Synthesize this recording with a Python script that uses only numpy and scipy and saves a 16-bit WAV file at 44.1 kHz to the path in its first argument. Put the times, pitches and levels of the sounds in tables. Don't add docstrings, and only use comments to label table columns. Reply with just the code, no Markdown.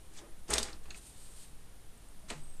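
import sys
import numpy as np
from scipy import signal
from scipy.fft import rfft, irfft, next_fast_len
from scipy.io import wavfile

SR = 44100
rng = np.random.default_rng(int(sys.argv[2]) if len(sys.argv) > 2 else 0)


def field_ratio(decibels):
    return 10 ** (np.asarray(decibels, dtype=float) / 20)


def log_audio(samples):
    frames = np.atleast_2d(samples).T
    limited = np.clip(frames, -1, 1)
    pcm = np.round(limited * 32767).astype(np.int16)
    wavfile.write(sys.argv[1], SR, pcm)


N = 114660


def rms_one(x):
    return x / np.sqrt(np.mean(x ** 2) + 1e-20)


def in_time(rows):
    s, *columns = np.transpose(rows)
    t = np.arange(N) / SR
    gate = np.clip(np.minimum(t - s[0], s[-1] - t) / 0.008, 0, 1)
    return [np.interp(t, s, c) for c in columns] + [gate]


def colour(x, points):
    hz, db = np.transpose(points)
    log_hz = np.log(np.arange(N // 2 + 1) * SR / N + 0.1)
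    log_points = np.log([hz[0] / 2, *hz, hz[-1] * 2])
    gain_db = np.interp(log_hz, log_points, [db[0] - 30, *db, db[-1] - 30])
    return rms_one(irfft(rfft(x) * field_ratio(gain_db), N))


def drift(rate_hz):
    r = np.exp(-2 * np.pi * rate_hz / SR)
    return rms_one(signal.lfilter([1], [1, -2 * r, r * r], rng.standard_normal(N + SR))[SR:])


def ring(x, hz, t60):
    r, w = field_ratio(-60 / (t60 * SR)), 2 * np.pi * hz / SR
    return signal.lfilter([0, np.sin(w)], [1, -2 * r * np.cos(w), r * r], x + 1e-18)


def narrow_noise(hz, width_hz):
    t60 = np.log(1000) / np.pi / width_hz
    return rms_one(ring(rng.standard_normal(N + SR), hz, t60)[SR:])


# f/Hz, level/dB per Hz
AIR = [(30, -6), (45, -10), (71, -16.5), (281, -26.5), (500, -30.5), (4000, -42.5)]
# f/Hz, level/dB per Hz
HISS = [(3000, -5), (7500, -3), (10500, -5), (14500, -7)]
# f/Hz, level/dB rms
WHINES = [(9710, -72)]
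AIR_DB, HISS_DB, WHINE_WIDTH_HZ = -56.5, -67, 90
CAPSULE_HZ, CAPSULE_WIDTH_HZ, CAPSULE_DB = 8800, 500, -72.5
SWAY_HZ, SWAY_WIDTH_HZ, SWAY_DB = 10.97, 5.7, -45.5


def background():
    air = field_ratio(AIR_DB) * colour(rng.standard_normal(N), AIR)
    hiss = field_ratio(HISS_DB) * colour(rng.standard_normal(N), HISS)
    capsule = field_ratio(CAPSULE_DB) * narrow_noise(CAPSULE_HZ, CAPSULE_WIDTH_HZ)
    whines = sum(field_ratio(db) * narrow_noise(hz, WHINE_WIDTH_HZ) for hz, db in WHINES)
    sway = rms_one(ring(narrow_noise(SWAY_HZ, SWAY_WIDTH_HZ), SWAY_HZ, 2 / SWAY_WIDTH_HZ))
    return air + hiss + capsule + whines + field_ratio(SWAY_DB) * sway


ROOM_T60_S, ROOM_DB, WALL_CUT_HZ = 0.14, -17.5, 8300


def room(x):
    size = next_fast_len(N + SR)
    z = np.exp(-2j * np.pi * np.arange(size // 2 + 1) / size)
    dull = np.exp(-2 * np.pi * WALL_CUT_HZ / SR)
    wall = (1 - dull) / (1 - dull * z)
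    response = 0
    for k, lag in enumerate((np.geomspace(0.009, 0.031, 10) * SR).astype(int)):
        loop = field_ratio(-60 * lag / SR / ROOM_T60_S) * wall * z ** lag
        response = response + (-1) ** k * loop / (1 - loop)
    return irfft(rfft(x, size) * response, size)[:N]


# t/s, f/Hz, level/dB rms
SQUEAK = [
    (2.37, 7600, -81),
    (2.395, 7840, -74),
    (2.412, 8030, -67),
    (2.43, 8230, -63),
    (2.465, 8190, -64.5),
    (2.54, 8500, -61),
    (2.564, 7980, -69),
    (2.583, 7600, -72),
    (2.6, 7530, -80),
]
SQUEAK_WOBBLE_HZ, SQUEAK_FLUTTER_DB = 28, 3


def squeak():
    hz, db, gate = in_time(SQUEAK)
    phase = 2 * np.pi * np.cumsum(hz + SQUEAK_WOBBLE_HZ * drift(60)) / SR
    level = field_ratio(db + SQUEAK_FLUTTER_DB * drift(57))
    return gate * np.sqrt(2) * level * np.sin(phase)


# t/s, level/dB
PALM = [
    (0.93, -79),
    (0.978, -52.5),
    (1.002, -63),
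    (1.068, -57),
    (1.132, -63),
    (1.266, -57.5),
    (1.302, -62.5),
    (1.428, -56.5),
    (1.56, -77.5),
]
# f/Hz, level/dB per Hz
SKIN = [(1500, -16), (2800, -8.5), (4150, -4), (5600, -8.5), (7500, -3), (8600, 1), (10000, -4.5),
        (14000, -16)]
# t/s, f/Hz
GAP = [
    (0.93, 8950),
    (1.064, 9050),
    (1.14, 8620),
    (1.2, 8800),
    (1.244, 8400),
    (1.316, 8700),
    (1.438, 8560),
    (1.56, 8620),
]
SKIN_PATCHY_DB, GAP_WIDTH_HZ, GAP_DB = -1, 400, -5


def palm():
    db, gate = in_time(PALM)
    hz, _ = in_time(GAP)
    phase = 2 * np.pi * np.cumsum(hz) / SR
    level = gate * field_ratio(db + SKIN_PATCHY_DB * drift(46))
    hiss = colour(rng.standard_normal(N), SKIN)
    whistle = drift(GAP_WIDTH_HZ) * np.cos(phase) + drift(GAP_WIDTH_HZ) * np.sin(phase)
    return level * (hiss + field_ratio(GAP_DB) * whistle)


# t/s, level/dB
FLEXES = [
    (0.497, -38.5),
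    (0.53, -38.5),
    (0.732, -45.5),
    (0.862, -45),
    (2.301, -51),
]
FLEX_HZ, FLEX_T60_S, PUSH_HZ = 55.9, 0.45, 121


def flex():
    push = np.zeros(N)
    for s, db in FLEXES:
        push[int(s * SR)] = field_ratio(db)
    soft = signal.butter(2, PUSH_HZ, fs=SR, output="sos")
    return ring(signal.sosfilt(soft, push + 1e-18), FLEX_HZ, FLEX_T60_S)


# t/s, level/dB, f/Hz, t60/s
KNOCKS = [(0.217, -46, 330, 0.11), (0.25, -53.5, 454, 0.11), (0.232, -52, 575, 0.13),
          (0.492, -37.5, 424, 0.12), (0.512, -38, 424, 0.087), (0.506, -39, 1290, .05),
          (0.572, -40, 325, .08), (0.276, -50.5, 336, 0.11), (0.491, -41, 360, .12),
          (0.49, -47, 242, 0.088), (0.515, -38.5, 850, 0.11), (0.495, -44, 1245, 0.092),
          (0.57, -39, 625, 0.075), (0.555, -44, 333, 0.13), (0.612, -43, 418, 0.14),
          (2.235, -57, 635, 0.12), (2.24, -50, 196, 0.11), (2.309, -37.5, 412, 0.066),
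          (2.303, -44.5, 694, 0.11), (2.303, -45, 880, 0.054), (2.308, -42.5, 244, .12),
          (0.5812, -27.5, 3620, .04), (0.538, -30, 5150, 0.036), (0.535, -32, 3600, 0.043),
          (0.629, -32.5, 4730, 0.034), (0.557, -36, 8350, .03), (2.303, -38.5, 4240, .02),
          (2.303, -41, 3040, .03), (0.9062, -46, 6550, .025), (0.909, -48, 2540, .045),
          (0.9455, -46.5, 2550, .04), (0.9062, -47.5, 4250, 0.044), (2.345, -46, 150.2, 0.42)]


def knocks():
    out = np.zeros(N)
    for s, db, hz, t60 in KNOCKS:
        t = np.maximum(np.arange(N) / SR - s, 0)
        rise = 1 - np.exp(-t * hz)
        out += field_ratio(db - 60 * t / t60) * rise * np.sin(2 * np.pi * hz * t)
    return out


# f/Hz, level/dB
EDGE_MODES = [(2560, -15), (3030, -4.5), (3620, -5), (4140, -2), (4750, -7), (5170, -8.5), (6935, -5.5),
              (7400, -19), (8310, -4), (8650, -4.5), (8820, 0)]
EDGE_T60_S, EDGE_RING_DB = 0.035, -7.5


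def edge_ring(x):
    modes = sum(field_ratio(db) * ring(x, hz, EDGE_T60_S) for hz, db in EDGE_MODES)
    return field_ratio(EDGE_RING_DB) * modes / np.sqrt(EDGE_T60_S * SR)


GRAINS_PER_S, GRAIN_SPREAD_DB = 5000, 3.0


def grains():
    sizes = field_ratio(GRAIN_SPREAD_DB * np.minimum(rng.exponential(1, N), 4)) * rng.choice([-1, 1], N)
    return rms_one(sizes * (rng.random(N) < GRAINS_PER_S / SR))


# t/s, speed as bright level/dB, weight on the sheet as dull level/dB
STROKES = [
    [(0.11, -82, -62), (0.128, -66, -69), (0.17, -56.5, -66), (0.19, -54.5, -58), (0.21, -65, -58),
     (0.228, -74, -55), (0.256, -88, -60.5), (0.3, -85, -66)],
    [(0.472, -63, -68), (0.488, -53.5, -49.5), (0.5, -44, -41.5), (0.508, -38.5, -36.5),
     (0.558, -38.5, -36), (0.6, -43.5, -41.5), (0.622, -46, -46), (0.66, -49, -49), (0.78, -69.5, -59.5)],
    [(0.83, -55, -72), (0.852, -77, -62.5), (0.92, -62, -57.5), (0.935, -68, -64), (0.956, -56, -58),
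     (1.0, -74, -71)],
    [(2.275, -68, -62), (2.288, -53, -56), (2.3, -46, -55), (2.315, -53, -41), (2.34, -58, -52),
     (2.37, -62, -57.5), (2.42, -69, -69), (2.44, -73, -63)],
]
# f/Hz, level/dB per Hz
EDGE = [(710, -29), (1200, -7.5), (1850, -6.5), (2010, -6), (2850, -7), (3600, -6), (6220, -5.5),
        (8370, -4), (14000, -33)]
# f/Hz, level/dB per Hz
BODY = [(170, -15), (270, -5), (420, -7.5), (833, -3.5), (1500, -8.5), (2500, -13)]
# f/Hz, level/dB, t60/s
PANEL = [(234.7, -6.5, 0.26), (328.3, -10, 0.23), (417, -0.5, 0.054), (500.4, -3, 0.12), (624, -9.5, 0.073),
         (670, -9, 0.2), (850.4, -7, 0.073), (1052, -18, 0.13), (1248, -11, 0.17), (1375, -12.5, 0.24),
         (1957, -12.5, 0.18)]
GRIND_DB, BODY_DB, PANEL_DB = -1, -4.5, 3.5


def grinding():
    bright, weight = np.zeros(N), np.zeros(N)
    for stroke in STROKES:
        speed_db, weight_db, gate = in_time(stroke)
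        bright += gate * field_ratio(speed_db)
        weight += gate * field_ratio(weight_db)
    rub = grains()
    modes = sum(field_ratio(db) * ring(rub * weight, hz, t60) / np.sqrt(t60 * SR) for hz, db, t60 in PANEL)
    scrape = field_ratio(GRIND_DB) * bright * colour(grains(), EDGE)
    body = field_ratio(BODY_DB) * weight * colour(rub, BODY)
    return scrape + body + field_ratio(PANEL_DB) * modes


# t/s, peak level/dB, f/Hz
TICKS = [(0.4837, -44, 9000), (0.4877, -35, 8600), (0.5045, -22, 9100), (0.5064, -19, 8500),
         (0.5111, -24.5, 1790), (0.5227, -32, 7400), (0.525, -33, 6400), (0.5301, -33, 2800),
         (0.5339, -25.2, 6700), (0.5357, -26, 4000), (0.5386, -16, 7400), (0.54, -14, 5150),
         (0.5413, -16, 7100), (0.5544, -22.3, 9000), (0.5593, -22, 8100), (0.5645, -28, 3300),
         (0.568, -28.7, 2380), (0.571, -25, 8300), (0.575, -27, 8100), (0.5817, -12, 4840),
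         (0.584, -14, 8450), (0.6076, -37, 8550), (0.6107, -33.6, 8800), (0.6149, -37, 3700),
         (0.6195, -35.2, 7600), (0.6292, -20, 6600), (0.6316, -21, 4830), (0.6421, -32.8, 7500),
         (0.6524, -35.8, 7400), (0.6593, -35.7, 7800), (0.6627, -37.9, 6500), (0.669, -39.0, 4700),
         (0.6743, -40.4, 3800), (0.6775, -41.6, 8400), (0.6815, -38, 4600), (0.6853, -44, 1800),
         (0.9065, -35.1, 3800), (0.9102, -39.2, 3900), (0.9133, -39, 2500), (0.9168, -43.0, 3900),
         (0.9247, -48.6, 3700), (0.9354, -48.6, 3500), (0.9447, -46.2, 4300), (0.9463, -39.6, 2600),
         (0.9524, -44.2, 2800), (0.9568, -45.5, 9000), (0.9585, -46.3, 9200), (2.2949, -40, 7400),
         (2.2973, -38.3, 6500), (2.3002, -37.0, 7100), (2.303, -21.5, 3420), (2.3053, -30, 3640),
         (2.3074, -33, 1790), (2.3119, -38, 2800), (2.319, -36.7, 2300), (2.322, -34, 2500),
         (2.3326, -39, 4800), (2.3375, -38, 2800)]
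TICK_DB, TICK_CYCLES, TICK_LEAD_S, TICK_RISE_CYCLES = 1.5, 8.8, 0.0003, 1.26


def ticks():
    out, t = np.zeros(N + 512), np.arange(512) / SR
    for s, db, hz in TICKS:
        i = int((s - TICK_LEAD_S) * SR)
        decay = field_ratio(db + TICK_DB - 60 * t * hz / TICK_CYCLES)
        rise = np.minimum(t * hz / TICK_RISE_CYCLES, 1)
        out[i:i + 512] += decay * rise * np.sin(2 * np.pi * hz * t)
    return out[:N]


# t/s, peak level/dB, centre f/Hz, width/octaves, rattle length/s
SNAPS = [(0.138, -43, 7050, .6, .001), (0.174, -44, 5750, 0.33, 0.014), (0.186, -43, 3570, 0.2, .005),
         (0.5036, -25, 8500, 0.47, 0.0077), (0.5342, -20.5, 6500, 1.3, 0.0048),
         (0.5376, -16, 6130, 0.83, 0.0033), (0.5812, -18, 5000, 0.51, 0.003),
         (0.5822, -19, 6600, 1.42, 0.0053), (0.63, -23, 6500, 0.85, 0.0041), (0.685, -40, 2480, 1.2, 0.011),
         (0.729, -38.5, 4700, 0.35, 0.0045), (0.857, -47, 1480, 2.7, 0.0066),
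         (0.907, -40.5, 2610, 0.14, 0.0032), (0.9054, -38, 4000, 0.19, 0.0032),
         (0.9058, -40, 6650, 0.27, 0.003), (0.946, -44, 2530, 0.37, 0.0032),
         (0.945, -40.5, 4000, 0.83, 0.0022), (0.91, -46, 1430, 0.58, 0.0067),
         (1.976, -51, 8500, 0.27, 0.0043), (2.0865, -43.5, 8800, 0.24, 0.0017),
         (2.303, -29, 3570, 0.84, 0.003), (2.3027, -32, 7950, 0.48, 0.0034),
         (2.305, -38.5, 2270, 1.5, 0.019)]
# f/Hz, level/dB
PORT = [(500, 8), (6000, -5), (8700, -0.5), (10200, -3.5), (14000, -20)]
SNAP_DB, FIRST_TOUCH_DB, TAIL_DB, TAIL_TIMES, SKIRT_DB = -0.5, 3, -12.5, 3.7, -25.5


def snaps():
    size, lead = 4096, 32
    out = np.zeros(N + size)
    t, hz = np.arange(size) / SR, np.arange(1, size // 2 + 2) * SR / size
    port_hz, port_level = np.transpose(PORT)
    port_db = np.interp(np.log(hz), np.log(port_hz), port_level)
    rattles = rng.standard_normal((len(SNAPS), 2, size)) * rng.uniform(0.4, 1.4, (len(SNAPS), 2, size))
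    for (s, db, centre_hz, width, length), (fast, slow) in zip(SNAPS, rattles):
        tail = field_ratio(TAIL_DB) * slow * np.exp(-t / (TAIL_TIMES * length))
        burst = fast * np.exp(-t / length) + tail
        burst[0] = field_ratio(FIRST_TOUCH_DB)
        bell_db = np.maximum(-6 * (np.log2(hz / centre_hz) / width) ** 2, SKIRT_DB)
        burst = irfft(rfft(np.roll(burst, lead)) * field_ratio(bell_db + port_db), size)
        loudness = np.sqrt(np.sum(burst ** 2) / (length * SR))
        i = int(s * SR) - lead
        out[i:i + size] += field_ratio(db + SNAP_DB) * burst / loudness / 3
    return out[:N]


PALM_RING_DB = -14


def scene():
    skin = palm()
    metal = grinding() + snaps() + ticks()
    hard = metal + edge_ring(metal + field_ratio(PALM_RING_DB) * skin) + knocks()
    mix = hard + field_ratio(ROOM_DB) * room(hard) + flex() + skin + squeak() + background()
    return mix[None]


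def roll_off(x):
    return signal.sosfilt(signal.butter(12, 15040, fs=SR, output="sos"), x)


TOP_CUT_HZ, OFFSET = 13900, -0.0017


def record(dry):
    top_cut = signal.cheby2(10, 25, TOP_CUT_HZ * 1.04, fs=SR, output="sos")
    return roll_off(signal.sosfiltfilt(top_cut, dry) + OFFSET)


dry = scene()
out = record(dry)
log_audio(out)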